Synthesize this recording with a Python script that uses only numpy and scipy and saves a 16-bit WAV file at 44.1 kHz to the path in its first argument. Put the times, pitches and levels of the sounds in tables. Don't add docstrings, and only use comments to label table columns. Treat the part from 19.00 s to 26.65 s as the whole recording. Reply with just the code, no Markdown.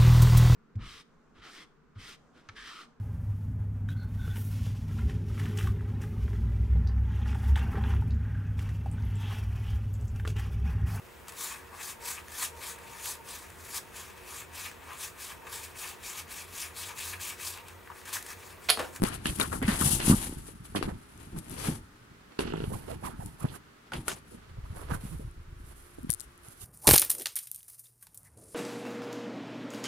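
import sys
import numpy as np
from scipy import signal
from scipy.fft import rfft, irfft, next_fast_len
from scipy.io import wavfile
from scipy.ndimage import uniform_filter1d

SR = 44100
rng = np.random.default_rng(int(sys.argv[2]) if len(sys.argv) > 2 else 0)


def bounce(signal):
    frames = np.transpose(np.atleast_2d(signal))
    limited = np.clip(frames, -1, 1)
    pcm = np.round(limited * 32767).astype(np.int16)
    wavfile.write(sys.argv[1], SR, pcm)


def boost(x):
    u = np.asarray(x, float) / 20
    return 10 ** u


N = 337188
TIME = np.arange(N) / SR

PORT_LAG_S, BASS_LAG_S = 0.00068, 0.0009
CENTRE_DB = 9
CARD_PAN_DB = -8


def colour(x, spectrum):
    size = next_fast_len(N)
    hz, db = np.transpose(spectrum)
    f = np.maximum(np.fft.rfftfreq(size, 1 / SR), 1)
    gain = boost(np.interp(np.log(f), np.log(hz), db, left=-60, right=-60))
    y = irfft(rfft(x, size) * gain, size)[..., :N]
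    return y / np.sqrt(np.mean(y ** 2))


def below(x, hz):
    return signal.sosfiltfilt(signal.butter(2, hz, fs=SR, output="sos"), x)


def walk(rate):
    k = int(SR / rate)
    return 1.44 * uniform_filter1d(np.repeat(rng.standard_normal(N // k + 1), k), k)[:N]


def grit(per_s, spread_db):
    hit = rng.random(N) < per_s / SR
    size_db = spread_db * np.minimum(rng.exponential(size=N), 3.5)
    return hit * rng.standard_normal(N) * boost(size_db)


def swells(table):
    t = TIME[::64]
    s, rise_s, fall_s, *levels_db = np.transpose(table)[:, :, None]
    shape = boost(-40 * np.where(t < s, (s - t) / np.abs(rise_s), (t - s) / np.abs(fall_s)))
    power = [np.interp(TIME, t, np.sum(boost(2 * db) * shape, axis=0)) for db in levels_db]
    return np.array(power) + 1e-11


def ring(modes, t, chance):
    hz, db, t60 = np.transpose(modes)[:, :, None]
    detune, scatter = chance[:, :len(modes), None]
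    fading = boost(db + 4 * scatter - 60 * t / t60)
    y = np.sum(fading * np.sin(2 * np.pi * hz * (1 + 0.05 * detune) * t), axis=0)
    return y / np.max(np.abs(y))


def lag_of(pan_db):
    return PORT_LAG_S * np.tanh((CENTRE_DB - pan_db) / 0.93)


def card_lag(side):
    return PORT_LAG_S * np.tanh(8 * side)


def ports(own, lag_s, alike):
    alike = np.clip(alike, 0, 1)
    shared = [np.interp(TIME - side * lag_s / 2, TIME, own[0]) for side in (1, -1)]
    return alike * np.array(shared) + np.sqrt(1 - alike ** 2) * np.array(own[1:])


def sides(pan_db):
    g = boost(np.array([pan_db, -pan_db]) / 2)
    return g * np.sqrt(2 / np.sum(g ** 2, axis=0))


def add(out, s, pair, lag_s):
    for side, sound in enumerate(pair):
        i = max(int((s + (0.5 - side) * lag_s) * SR), 0)
        out[side, i:i + len(sound)] += sound[:N - i]


# (from time [s], bearing [-1 by the left port to 1 by the right])
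PLACES = [(0, -.6), (.24, .7), (.33, -.55), (.6, -.2), (.83, .05), (.99, .5), (1.06, .05), (1.36, .8),
          (1.81, -.4), (1.86, .85), (2.15, -.5), (2.66, -.2), (3.0, .8), (3.67, 1), (4.8, 0), (5.2, .8),
          (5.85, 1), (6.0, .5), (6.95, -1), (7.3, .5)]


def bearing():
    s, side = np.transpose(PLACES)
    return uniform_filter1d(side[np.searchsorted(s, TIME, "right") - 1], SR // 50)


# (time [s], rise [s per 20 dB], fall [s per 20 dB], scrape level [dB], hiss level [dB])
SLIDES = [(0.05, 0.012, 0.2, -34.5, -44.5), (0.087, 0.069, 0.018, -48.9, -32.6),
          (0.152, 0.064, 0.025, -45.4, -41.1), (0.269, 0.028, 0.1, -32.0, -29.6),
          (0.36, 0.015, 0.023, -44.0, -33.1), (0.409, 0.032, 0.068, -29.0, -30.2),
          (0.531, 0.03, 0.09, -34.0, -44.5), (0.59, 0.42, 0.031, -50.6, -40.5),
          (0.688, 0.035, 0.16, -27.0, -33.8), (0.808, 0.03, 0.234, -33.0, -24.7),
          (0.925, 0.22, 0.09, -41.0, -23.0), (1.002, 0.01, 0.059, -30.6, -47.8),
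          (1.103, 0.09, 0.137, -31.0, -24.4), (1.232, 0.22, 0.2, -40.1, -35.4),
          (1.469, 0.12, 0.157, -57.7, -49.2), (1.654, 0.03, 0.14, -53.8, -50.3),
          (2.389, 0.057, 0.037, -45.5, -42.9), (2.508, 0.023, 0.306, -50.6, -45.3),
          (7.156, 0.274, 0.292, -72.0, -57.0)]
# (time [s], rise [s per 20 dB], fall [s per 20 dB], scrape [dB], hiss [dB])
DRAGS = [(1.756, 0.012, 0.086, -33.1, -41.8), (1.829, 0.006, 0.075, -34.4, -42.3),
         (1.891, 0.062, 0.047, -38.3, -55.1), (2.204, 0.023, 0.067, -49.9, -48.2),
         (2.243, 1.318, 0.778, -60.6, -60.7), (2.677, 0.2, 0.083, -37.0, -38.6),
         (2.755, 0.45, 0.049, -45.0, -43.0), (3.391, 0.005, 0.14, -33.0, -47.4),
         (3.407, 0.014, 0.035, -43.8, -39.7), (3.47, 0.1, 0.9, -48.5, -70.0),
         (3.63, 0.5, 0.12, -46.5, -60.0), (4.934, 0.011, 0.078, -42.0, -50.1),
         (4.971, 0.043, 0.079, -52.5, -48.3), (5.092, 0.03, 0.07, -36.0, -33.4),
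         (5.309, 0.056, 0.077, -55.9, -48.7), (5.393, 3.0, 3.0, -62.0, -75.0),
         (7.098, 0.01, 0.006, -37.0, -68.0), (7.243, 0.099, 0.017, -63.2, -50.2)]
# (time [s], rise [s per 20 dB], fall [s per 20 dB], scrape level [dB], hiss level [dB])
STROKES = [(3.731, 0.158, 0.205, -52.2, -48.0), (3.915, 0.07, 0.07, -41.5, -47.0),
           (4.055, 0.035, 0.066, -38.0, -39.8), (4.229, 0.058, 0.147, -51.8, -48.4),
           (4.405, 0.024, 0.143, -45.7, -48.3), (4.45, 0.046, 0.108, -41.7, -62.6),
           (4.565, 0.089, 0.019, -44.2, -47.6), (5.816, 0.142, 0.079, -40.5, -49.6),
           (5.914, 0.035, 0.09, -34.0, -47.9), (5.948, 0.034, 0.036, -34.6, -37.6),
           (6.054, 0.045, 0.231, -47.4, -46.4), (6.716, 0.219, 0.749, -58.3, -56.2),
           (7.454, 0.045, 0.389, -57.7, -52.0), (7.616, 0.04, 0.418, -60.0, -46.5)]
SLIDE_PAN_DB, DRAG_PAN_DB, STROKE_PAN_DB = 10.5, 8, -7.5


def hands():
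    slide, drag, stroke = swells(SLIDES), swells(DRAGS), swells(STROKES)
    total = slide + drag + stroke
    pull = SLIDE_PAN_DB * slide[1] + DRAG_PAN_DB * drag[1] + STROKE_PAN_DB * stroke[1]
    scrape_db, hiss_db = 10 * np.log10(total)
    return scrape_db, hiss_db, pull / total[1]


# (time [s], length [s], treble change [dB])
CONTACTS = [(0.424, 0.027, -1), (0.503, 0.13, -10.5), (0.709, .07, -0.5), (0.815, 0.033, -4.5),
            (1.109, .05, -7.5), (1.17, 0.077, 1.5), (1.742, 0.017, -32), (1.798, 0.028, 2.5),
            (1.868, .07, -11), (2.355, 0.088, -4.5), (2.547, 0.21, 0.5), (3.53, 0.039, -19), (3.9, .04, 2),
            (4.39, 0.076, -4), (5.741, 0.094, -7), (5.892, 0.11, -6.5)]


def contact(x):
    db = sum(change * ((TIME > s) & (TIME < s + length_s)) for s, length_s, change in CONTACTS)
    band = signal.butter(3, (1900, 7000), "band", fs=SR, output="sos")
    treble = signal.sosfiltfilt(band, x)
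    return x + treble * (boost(uniform_filter1d(db, SR // 400)) - 1)


# (frequency [Hz], level [dB per Hz])
SCRAPE = [(240, -1), (400, 4), (562, -0.5), (1160, -2), (1390, -4.5), (1590, -5.5), (2340, -6.5),
          (2940, -9), (4470, -13), (6000, -21), (7800, -25), (13200, -120)]
# (frequency [Hz], level [dB per Hz])
HISS = [(2650, -12.5), (4500, -14), (6270, -11.5), (8590, -5.5), (9900, -1.5), (10300, 0.5), (11100, -4.5),
        (15500, -23.5), (16200, -54), (16500, -62)]


def rubbing(scrape_db, hiss_db, pan_db, side):
    pressure_db = 1.57 * walk(45)
    scrape = ports([colour(grit(4000, 2.5), SCRAPE) for _ in range(3)], card_lag(side), 0.55)
    dull = below(scrape, 1700)
    scrape = dull + (scrape - dull) * boost(0.24 * np.minimum(pan_db, 6.0))
    low = below(scrape, 620)
    scrape = scrape - 0.6 * low * np.clip(pan_db - CENTRE_DB, 0, 1)
    hiss = ports([colour(grit(14000, 2.4), HISS) for _ in range(3)], lag_of(pan_db), 0.4)
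    scrape = scrape * boost(scrape_db - 1.5 + pressure_db + 1.2 * walk(90))
    scrape = scrape * sides(CARD_PAN_DB * side + 1)
    airy = signal.sosfiltfilt(signal.butter(3, 12200, "high", fs=SR, output="sos"), hiss)
    airy_gain = boost(-0.3 * (pan_db - SLIDE_PAN_DB))
    hiss = (hiss - airy) * sides(pan_db) + airy * sides(0.55 * pan_db) * airy_gain
    hiss = hiss * boost(hiss_db - 2.04 + 1.16 * pressure_db + 1.16 * walk(120))
    return contact(scrape) + hiss


# (time [s], length [s], start pitch [Hz], end pitch [Hz], level [dB])
SINGS = [(.047, 0.063, 900, 1600, -38), (.105, 0.057, 1500, 1300, -45), (.0365, 0.0048, 4500, 4300, -27),
         (0.41, 0.063, 1490, 1150, -34), (0.515, 0.063, 1270, 920, -37), (0.62, 0.049, 2000, 2400, -35.5),
         (0.679, 0.04, 1900, 1200, -34), (0.808, 0.034, 1050, 1250, -30.5), (1.108, 0.045, 1250, 1110, -33),
         (1.109, 0.007, 3900, 3600, -31.5), (1.241, 0.015, 1310, 1320, -44),
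         (1.755, 0.033, 2900, 3620, -40), (1.81, 0.025, 3000, 2750, -53), (1.887, 0.0434, 1196, 1500, -53),
         (3.427, 0.285, 2800, 2800, -53), (4.48, 0.044, 3300, 3600, -51.5), (4.535, .025, 997, 2110, -48.5),
         (2.56, .24, 5000, 6000, -50), (5.09, 0.065, 6500, 6500, -43), (4.1, .1, 1300, 1400, -53.5),
         (1.01, 0.046, 3200, 2600, -39), (3.7, 0.067, 504, 550, -43), (5.765, 0.077, 704, 1505, -52),
         (5.904, 0.024, 1000, 1900, -37.5), (5.933, .03, 1600, 1000, -37), (6.19, 0.054, 520, 460, -48.5),
         (5.078, 0.047, 1400, 1340, -42), (4.92, 0.026, 850, 810, -44), (4.942, 0.054, 2800, 3200, -49),
         (5.311, 0.069, 380, 422, -49.5), (5.57, .02, 710, 600, -53), (5.645, 0.026, 570, 1500, -51),
         (5.088, 0.047, 3200, 2600, -45), (.258, 0.053, 3300, 3000, -36.5)]


def sings(side):
    width, attack = 0.55, 0.12
    out = np.zeros((2, N))
    fibres = grit(3000, 2.0) + 1j * grit(3000, 2.0)
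    for s, length_s, start_hz, end_hz, db in SINGS:
        u, i = TIME[:int(length_s * SR)] / length_s, int(s * SR)
        pole = np.exp(-np.pi * width * start_hz / SR)
        clicks = fibres[max(i - 800, 0):i + len(u)]
        slow = signal.lfilter([1], [1, -2 * pole, pole ** 2], clicks)[-len(u):]
        turns = np.cumsum(start_hz + (end_hz - start_hz) * u) / SR
        tone = np.real(slow * np.exp(2j * np.pi * turns))
        shape = np.minimum(u / attack, 1) * (1 - u ** 2)
        gains = boost(db) * sides(CARD_PAN_DB * side[i])[:, None]
        add(out, s, gains * shape * tone / np.std(tone), card_lag(side[i]))
    return out


# (time [s], length [s], top slip rate [Hz], level [dB])
SKIDS = [
    (3.713, 0.056, 1004, -42),
    (3.875, 0.078, 651, -39.5),
    (4.025, 0.077, 1118, -38.5),
    (4.19, 0.053, 890, -43.5),
    (4.388, 0.1, 1302, -49),
    (4.528, 0.042, 1600, -52.5),
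    (6.099, 0.075, 169, -36),
    (6.982, 0.017, 331, -42.5),
]


def skids():
    out, unrest = np.zeros((2, N)), walk(500)
    for s, length_s, top_hz, db in SKIDS:
        u = TIME[:int(length_s * SR)] / length_s
        wobble = unrest[int(s * SR):][:len(u)] * np.sqrt(top_hz / 1000)
        speed = np.sin(np.pi * (0.15 + 0.76 * u))
        phase = 2 * np.pi * np.cumsum(top_hz * speed * (1 + 0.07 * wobble)) / SR
        slips = np.sin(phase) + 0.2 * np.sin(2 * phase)
        buzz = slips * np.sin(np.pi * u) ** 0.5 * boost(db + 3.0 * wobble[::-1])
        add(out, s, sides(-10.0)[:, None] * buzz, PORT_LAG_S)
    return out


# (time [s], peak level [dB])
CREAKS = [(3.3907, -23), (3.4054, -30), (3.4194, -34), (3.4364, -35), (3.4544, -35), (3.476, -34),
          (3.5024, -35), (3.5224, -33), (3.537, -34), (3.5578, -35), (3.5774, -35), (3.6027, -32),
          (3.6194, -41), (3.6391, -31)]
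# (frequency [Hz], level [dB], time to fade 60 dB [s])
LID = [(408, 9.5, 0.032), (716, 0, 0.016), (1390, 2.5, 0.016), (2300, -5, 0.008), (2850, 4, 0.0084),
       (3320, -4, 0.016)]


def creaks():
    out, t = np.zeros((2, N)), TIME[:SR // 30]
    chance = 0.22 * rng.standard_normal((len(CREAKS), 2, 8))
    for (s, db), luck in zip(CREAKS, chance):
        snap = np.minimum(t / 0.0004, 1) * ring(LID, t, luck)
        add(out, s + 0.001, boost(db + 8) * sides(-2.5)[:, None] * snap, PORT_LAG_S)
    return out


# (time [s], peak level [dB], pitch [Hz], loss per bounce [dB])
JOLTS = [
    (.259, -20.5, 230, 7.5),
    (.39, -26, 188, 1),
    (1.101, -6, 190, 2.5),
    (2.371, -31.5, 172, 2.5),
    (2.688, -17.5, 172, 6.5),
    (3.3922, -24, 310, 3.5),
    (4.944, -36.5, 192, 1),
]
# (time [s], peak level [dB], pitch [Hz])
BUMPS = [(0.0232, -18, 210), (0.0336, -23.5, 222), (.039, -20.5, 240), (0.0442, -20, 261),
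         (1.297, -29.5, 230), (1.328, -30, 258), (1.489, -36, 335), (1.607, -41, 110), (6.602, -44.5, 250),
         (4.957, -35, 150), (4.981, -34, 170), (.423, -25, 220), (.52, -32, 102), (0.65, -22, 112),
         (.8415, -21, 170), (.862, -18.5, 115), (.876, -24, 125), (.91, -27, 200), (.815, -21, 210),
         (.936, -22, 169), (1.082, -12, 190), (1.814, -25, 302), (1.83, -29, 294), (3.6815, -25, 117),
         (3.726, -30, 193), (4.04, -31.5, 175), (4.196, -31, 125), (4.4473, -18.5, 148), (4.455, -23, 170),
         (5.132, -36, 185), (5.349, -36, 217.8), (5.589, -31, 97), (5.708, -30.5, 81.5),
         (5.923, -21.5, 141), (5.951, -27.5, 144), (6.055, -29.5, 168), (6.04, -32, 165), (5.73, -37, 148),
         (.7075, -25, 199), (1.7519, -25, 234), (1.762, -20.5, 244), (1.772, -25, 280), (1.782, -28, 260),
         (1.793, -28, 250), (1.879, -25, 280), (1.888, -23, 204), (3.541, -23, 260), (2.694, -24.5, 260),
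         (6.986, -34, 400), (7.63, -41, 90), (6.198, -32.5, 202), (6.252, -30, 93), (7.048, -28, 216),
         (7.072, -34.5, 220), (7.098, -24.5, 140), (7.487, -42, 118)]


def thumps(side):
    out, k = np.zeros((2, N)), np.arange(5)
    bounce_s, shrink = 0.0135, 0.87
    after_s = bounce_s * (1 - shrink ** k) / (1 - shrink)
    bounces = [(s + after, db - loss_db * j, hz)
               for s, db, hz, loss_db in JOLTS for j, after in enumerate(after_s)]
    luck = rng.standard_normal((len(CREAKS), 2))
    slips = [(s + 0.0017, db + 2 + 1.2 * a, 290 * (1 + 0.15 * b))
             for (s, db), (a, b) in zip(CREAKS[3:], luck)]
    for s, db, hz in BUMPS + bounces + slips:
        turns = hz * TIME[:SR // 8]
        swing = -turns ** 2.24 * np.exp(-turns / 0.25) * np.sin(2 * np.pi * turns)
        sound = boost(db) * swing / np.max(np.abs(swing))
        add(out, s - 0.707 / hz, [sound, sound], BASS_LAG_S * side[int(s * SR)])
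    return out


# (time [s], peak level [dB], treble over peak [dB], pitch of struck spot [Hz], left minus right [dB])
KNOCKS = [(0.257, -14.5, -17, 1750, -1), (0.399, -19, 1, 1370, 17), (0.528, -21.5, -13, 1130, 8),
          (0.626, -20, -16, 2170, 1), (0.68, -25.5, -4, 1140, 0.5), (0.811, -20.5, -1, 960, 5),
          (1.002, -25.5, -29, 3020, -0.5), (1.095, -26, -17.5, 1240, 8), (1.113, -24.5, -20, 1220, -0.5),
          (1.484, -40, -15, 706, -0.5), (1.75, -19.5, -31, 710, -24), (1.76, -28, -10, 3020, 0),
          (1.827, -18.5, -21, 785, 15), (2.363, -34.5, -25, 720, 0), (3.391, -24, -19, 2800, 1),
          (3.536, -20, -44, 730, -12), (4.92, -32, -17.5, 1530, -2), (4.935, -24, -21, 1910, -1.5),
          (5.081, -19.5, 0, 1360, 0.5), (5.116, -27.5, -19, 1800, -2), (5.911, -26.5, -30, 1000, -22),
          (1.8263, -29, -14, 2720, 1), (0.413, -20.5, -16, 1433, 8), (0.617, -28, -28, 1500, 1),
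          (4.037, -38.5, -13, 900, -8)]
# (frequency [Hz], level [dB], time to fade 60 dB [s])
EDGE = [(420, 19, 0.03), (920, 8, 0.02), (1400, 18, 0.014), (2277, 17, 0.008), (2950, 15, 0.007),
        (3890, 15, 0.007)]


def knocks(side):
    out, t = np.zeros((2, N)), TIME[:SR // 6]
    card = colour(rng.standard_normal((2, N)), SCRAPE)
    air = colour(rng.standard_normal((2, N)), HISS)
    chance = rng.standard_normal((len(KNOCKS), 2, 8))
    for (s, db, treble_db, hz, pan_db), luck in zip(KNOCKS, chance):
        i = int(s * SR)
        torn, fine = card[:, i:i + len(t)], air[:, i:i + len(t)]
        fade_s = np.clip(0.021 + 0.04 * (-19.0 - db), 0.005, 0.13)
        fade = boost(-60 * t / fade_s)
        spot = boost(-60 * t / 0.014) * np.sin(2 * np.pi * hz * t) * (1 + 0.7 * torn[0])
        crack = 1.3 * np.exp(-t / 0.0007) * np.sin(2 * np.pi * 1.6 * hz * t)
        body = 0.6 * crack + 0.26 * ring(EDGE, t, luck) + 0.5 * spot + 0.3 * fade * torn
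        bright = 0.64 * boost(treble_db) * fade * fine * sides(pan_db + 6.0)[:, None]
        add(out, s + 0.0003, boost(db) * (body * sides(pan_db)[:, None] + bright), card_lag(side[i]))
    return out


# (time [s], peak level [dB], pitch [Hz], rise [s])
RINGS = [
    (.4118, -17, 3800, .0014),
    (.6172, -24, 255, .006),
    (.6808, -15.5, 212, .006),
    (1.127, -30, 1200, .005),
    (3.52, -36, 160, .035),
    (4.9195, -32, 1450, .002),
    (5.082, -31, 1400, .002),
    (7.031, -38, 240, .006),
]


def rings(side):
    out = np.zeros((2, N))
    for s, db, hz, rise_s in RINGS:
        t, here = TIME[:int(8 * rise_s * SR)], side[int(s * SR)]
        tone = boost(db) * t / rise_s * np.exp(1 - t / rise_s) * np.sin(2 * np.pi * hz * t)
        if hz < 500:
            pan_db, lag_s = 0, BASS_LAG_S * here
        else:
            pan_db, lag_s = CARD_PAN_DB * here, card_lag(here)
        add(out, s, sides(pan_db)[:, None] * tone, lag_s)
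    return out


# (time [s], peak level [dB])
TICKS = [(0.0209, -22), (0.0313, -20), (0.0374, -12), (0.0417, -23), (0.3877, -21), (0.4033, -13),
         (0.4123, -14), (2.177, -36), (2.3882, -23), (2.4454, -37), (2.4972, -24), (2.5142, -28),
         (4.2612, -24), (6.1868, -37), (6.3128, -40), (7.0319, -35), (7.0954, -23), (7.1035, -2.5),
         (7.1117, -12), (7.1207, -12), (7.1296, -16), (7.1382, -10), (7.147, -16), (7.1985, -23),
         (7.206, -17), (7.2134, -24)]
# (time [s], peak level [dB])
FAR_TICKS = [
    (5.0816, -16),
    (7.3782, -39),
    (7.4483, -39),
    (7.4855, -29),
]
# (frequency [Hz], level [dB], time to fade 60 dB [s])
PORT = [(5530, -4, 0.002), (6820, -4.5, 0.0058), (9270, 7, 0.0031), (10450, 7.5, 0.0023),
        (13800, -15, 0.0013)]


def ticks():
    out, t = np.zeros((2, N)), TIME[:SR // 60]
    rows = [(*row, 22) for row in TICKS] + [(*row, -7) for row in FAR_TICKS]
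    chance = rng.standard_normal((len(rows), 2, 8))
    for (s, db, pan_db), luck in zip(rows, chance):
        snap = ring(PORT, t, luck) * (1 - np.exp(-t / 0.0001))
        snap = snap + 0.27 * np.roll(snap, int(0.00054 * SR))
        gains = sides(pan_db)[:, None] / np.max(sides(pan_db))
        add(out, s, boost(db - 1.0) * gains * snap / np.max(np.abs(snap)), lag_of(pan_db))
    return out


# (time [s], peak level [dB], left minus right [dB])
POPS = [
    (.021, -11, 20),
    (.0315, -12, 20),
    (.0376, -6.5, 20),
    (.0422, -14, 20),
    (.398, -14, 20),
    (4.4443, -19, -10),
    (4.4525, -18, -10),
]


def pops():
    out, t = np.zeros((2, N)), TIME[:SR // 200] - 0.002
    far = -0.5 * np.exp(-(t / 0.00055) ** 2)
    for s, db, pan_db in POPS:
        if pan_db > 0:
            pair = [-np.exp(-np.abs(t) / 0.0002), far]
        else:
            pair = [far, -np.exp(-(t / 0.0003) ** 2)]
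        add(out, s - 0.002, boost(db) * np.array(pair), lag_of(pan_db))
    return out


# (time [s], rise [s per 20 dB], fall [s per 20 dB], rumble level [dB])
PUSHES = [(0.05, 0.4, 0.2, -34.0), (0.004, 2, 3, -40.0), (0.282, 0, 0.2, -34), (0.548, 0.236, 0.3, -34),
          (0.676, 0.05, 0.33, -29.5), (0.825, 0.1, 0.47, -31.5), (1.104, 0.13, 0.13, -23),
          (1.238, 0.248, 0.534, -38), (1.865, 0.153, 0.15, -32), (2.282, 0.198, 0.052, -42),
          (2.361, 0.06, 0.06, -32), (2.531, 0.12, 0.36, -38), (2.685, -0.06, 0.1556, -29.5),
          (3.11, 0.1, 0.3, -52.5), (3.416, 0.03, 0.9, -37.5), (3.75, 0.26, 0.1, -34.9),
          (3.915, 0.057, 0.25, -35), (4.06, 0.05, 0.3, -39.5), (4.26, 0.15, 0.21, -43.5),
          (4.48, 0.18, 0.14, -39), (4.955, 0.06, 0.4, -41), (5.71, 0.5, 1, -39), (5.924, 0.1, 0.2, -33.5),
          (6.289, 0.54, 0.03, -38.1), (6.37, -0.2, -0.04, -42), (6.53, 0.4, 0.05, -47),
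          (6.72, -1.1, 0.3, -46.0), (7.043, -0.3, 0.27, -47), (7.27, 0.15, 0.5, -53.5),
          (7.64, 0.083, 4, -43)]
# (frequency [Hz], level [dB per Hz])
RUMBLE = [(12, -3.5), (20, 6), (59, 9), (145, 7), (348, -0.5), (475, -17.5), (528, -13), (560, -68),
          (700, -21.5), (910, -6), (1540, -120)]


def flexing(side):
    lift_s, grip_hz, grip_db = 5.4, 97, 4
    rumble_db = 10 * np.log10(swells(PUSHES)[0])
    own = np.array([colour(grit(1500, 2.0), RUMBLE) * boost(1.5 * walk(30)) for _ in range(3)])
    deep = signal.sosfilt(signal.butter(2, grip_hz, fs=SR, output="sos"), own)
    own = np.where(TIME > lift_s, boost(grip_db) * deep + 0.35 * own, own)
    return boost(rumble_db - 2.5) * ports(own, BASS_LAG_S * side, 0.99)


# (frequency [Hz], level [dB per Hz])
ROOM = [(12, -54), (20, -20), (117, -11), (258, -10.5), (297, -12), (750, -20.5), (1320, -11.5),
        (2580, -22), (15200, -37.5), (16500, -51)]
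# (frequency [Hz], level [dB])
HUM = [(118.4, -73), (231.5, -72), (296.1, -74), (409.1, -72)]


def room():
    room_db = -59.5
    air = colour(rng.standard_normal((2, N)), ROOM) * boost(room_db + 1.5 + 0.48 * walk(1.6))
    bass = below(air, 226)
    hum = sum(np.sqrt(2) * boost(db + 0.67 * walk(18.0)) * np.sin(2 * np.pi * hz * TIME) for hz, db in HUM)
    lifted = np.sqrt(2) * boost(-68 + 3 * walk(6)) * np.sin(2 * np.pi * 350 * TIME)
    return air - bass + bass[0] + np.where(TIME > 6.15, lifted + 0.5 * hum, hum)


def scene():
    scrape_db, hiss_db, pan_db = hands()
    side = bearing()
    rubs = rubbing(scrape_db, hiss_db, pan_db, side) + sings(side) + skids()
    hits = creaks() + thumps(side) + contact(knocks(side)) + rings(side) + ticks() + pops()
    return rubs + hits + flexing(side) + room()


def band_limit(x):
    return signal.sosfilt(signal.butter(12, 16820, fs=SR, output="sos"), x)


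def record(dry):
    top = signal.ellip(8, 0.2, 70, 16400, fs=SR, output="sos")
    mix = signal.sosfilt(top, dry)
    return band_limit(mix)


dry = scene()
out = record(dry)
bounce(out)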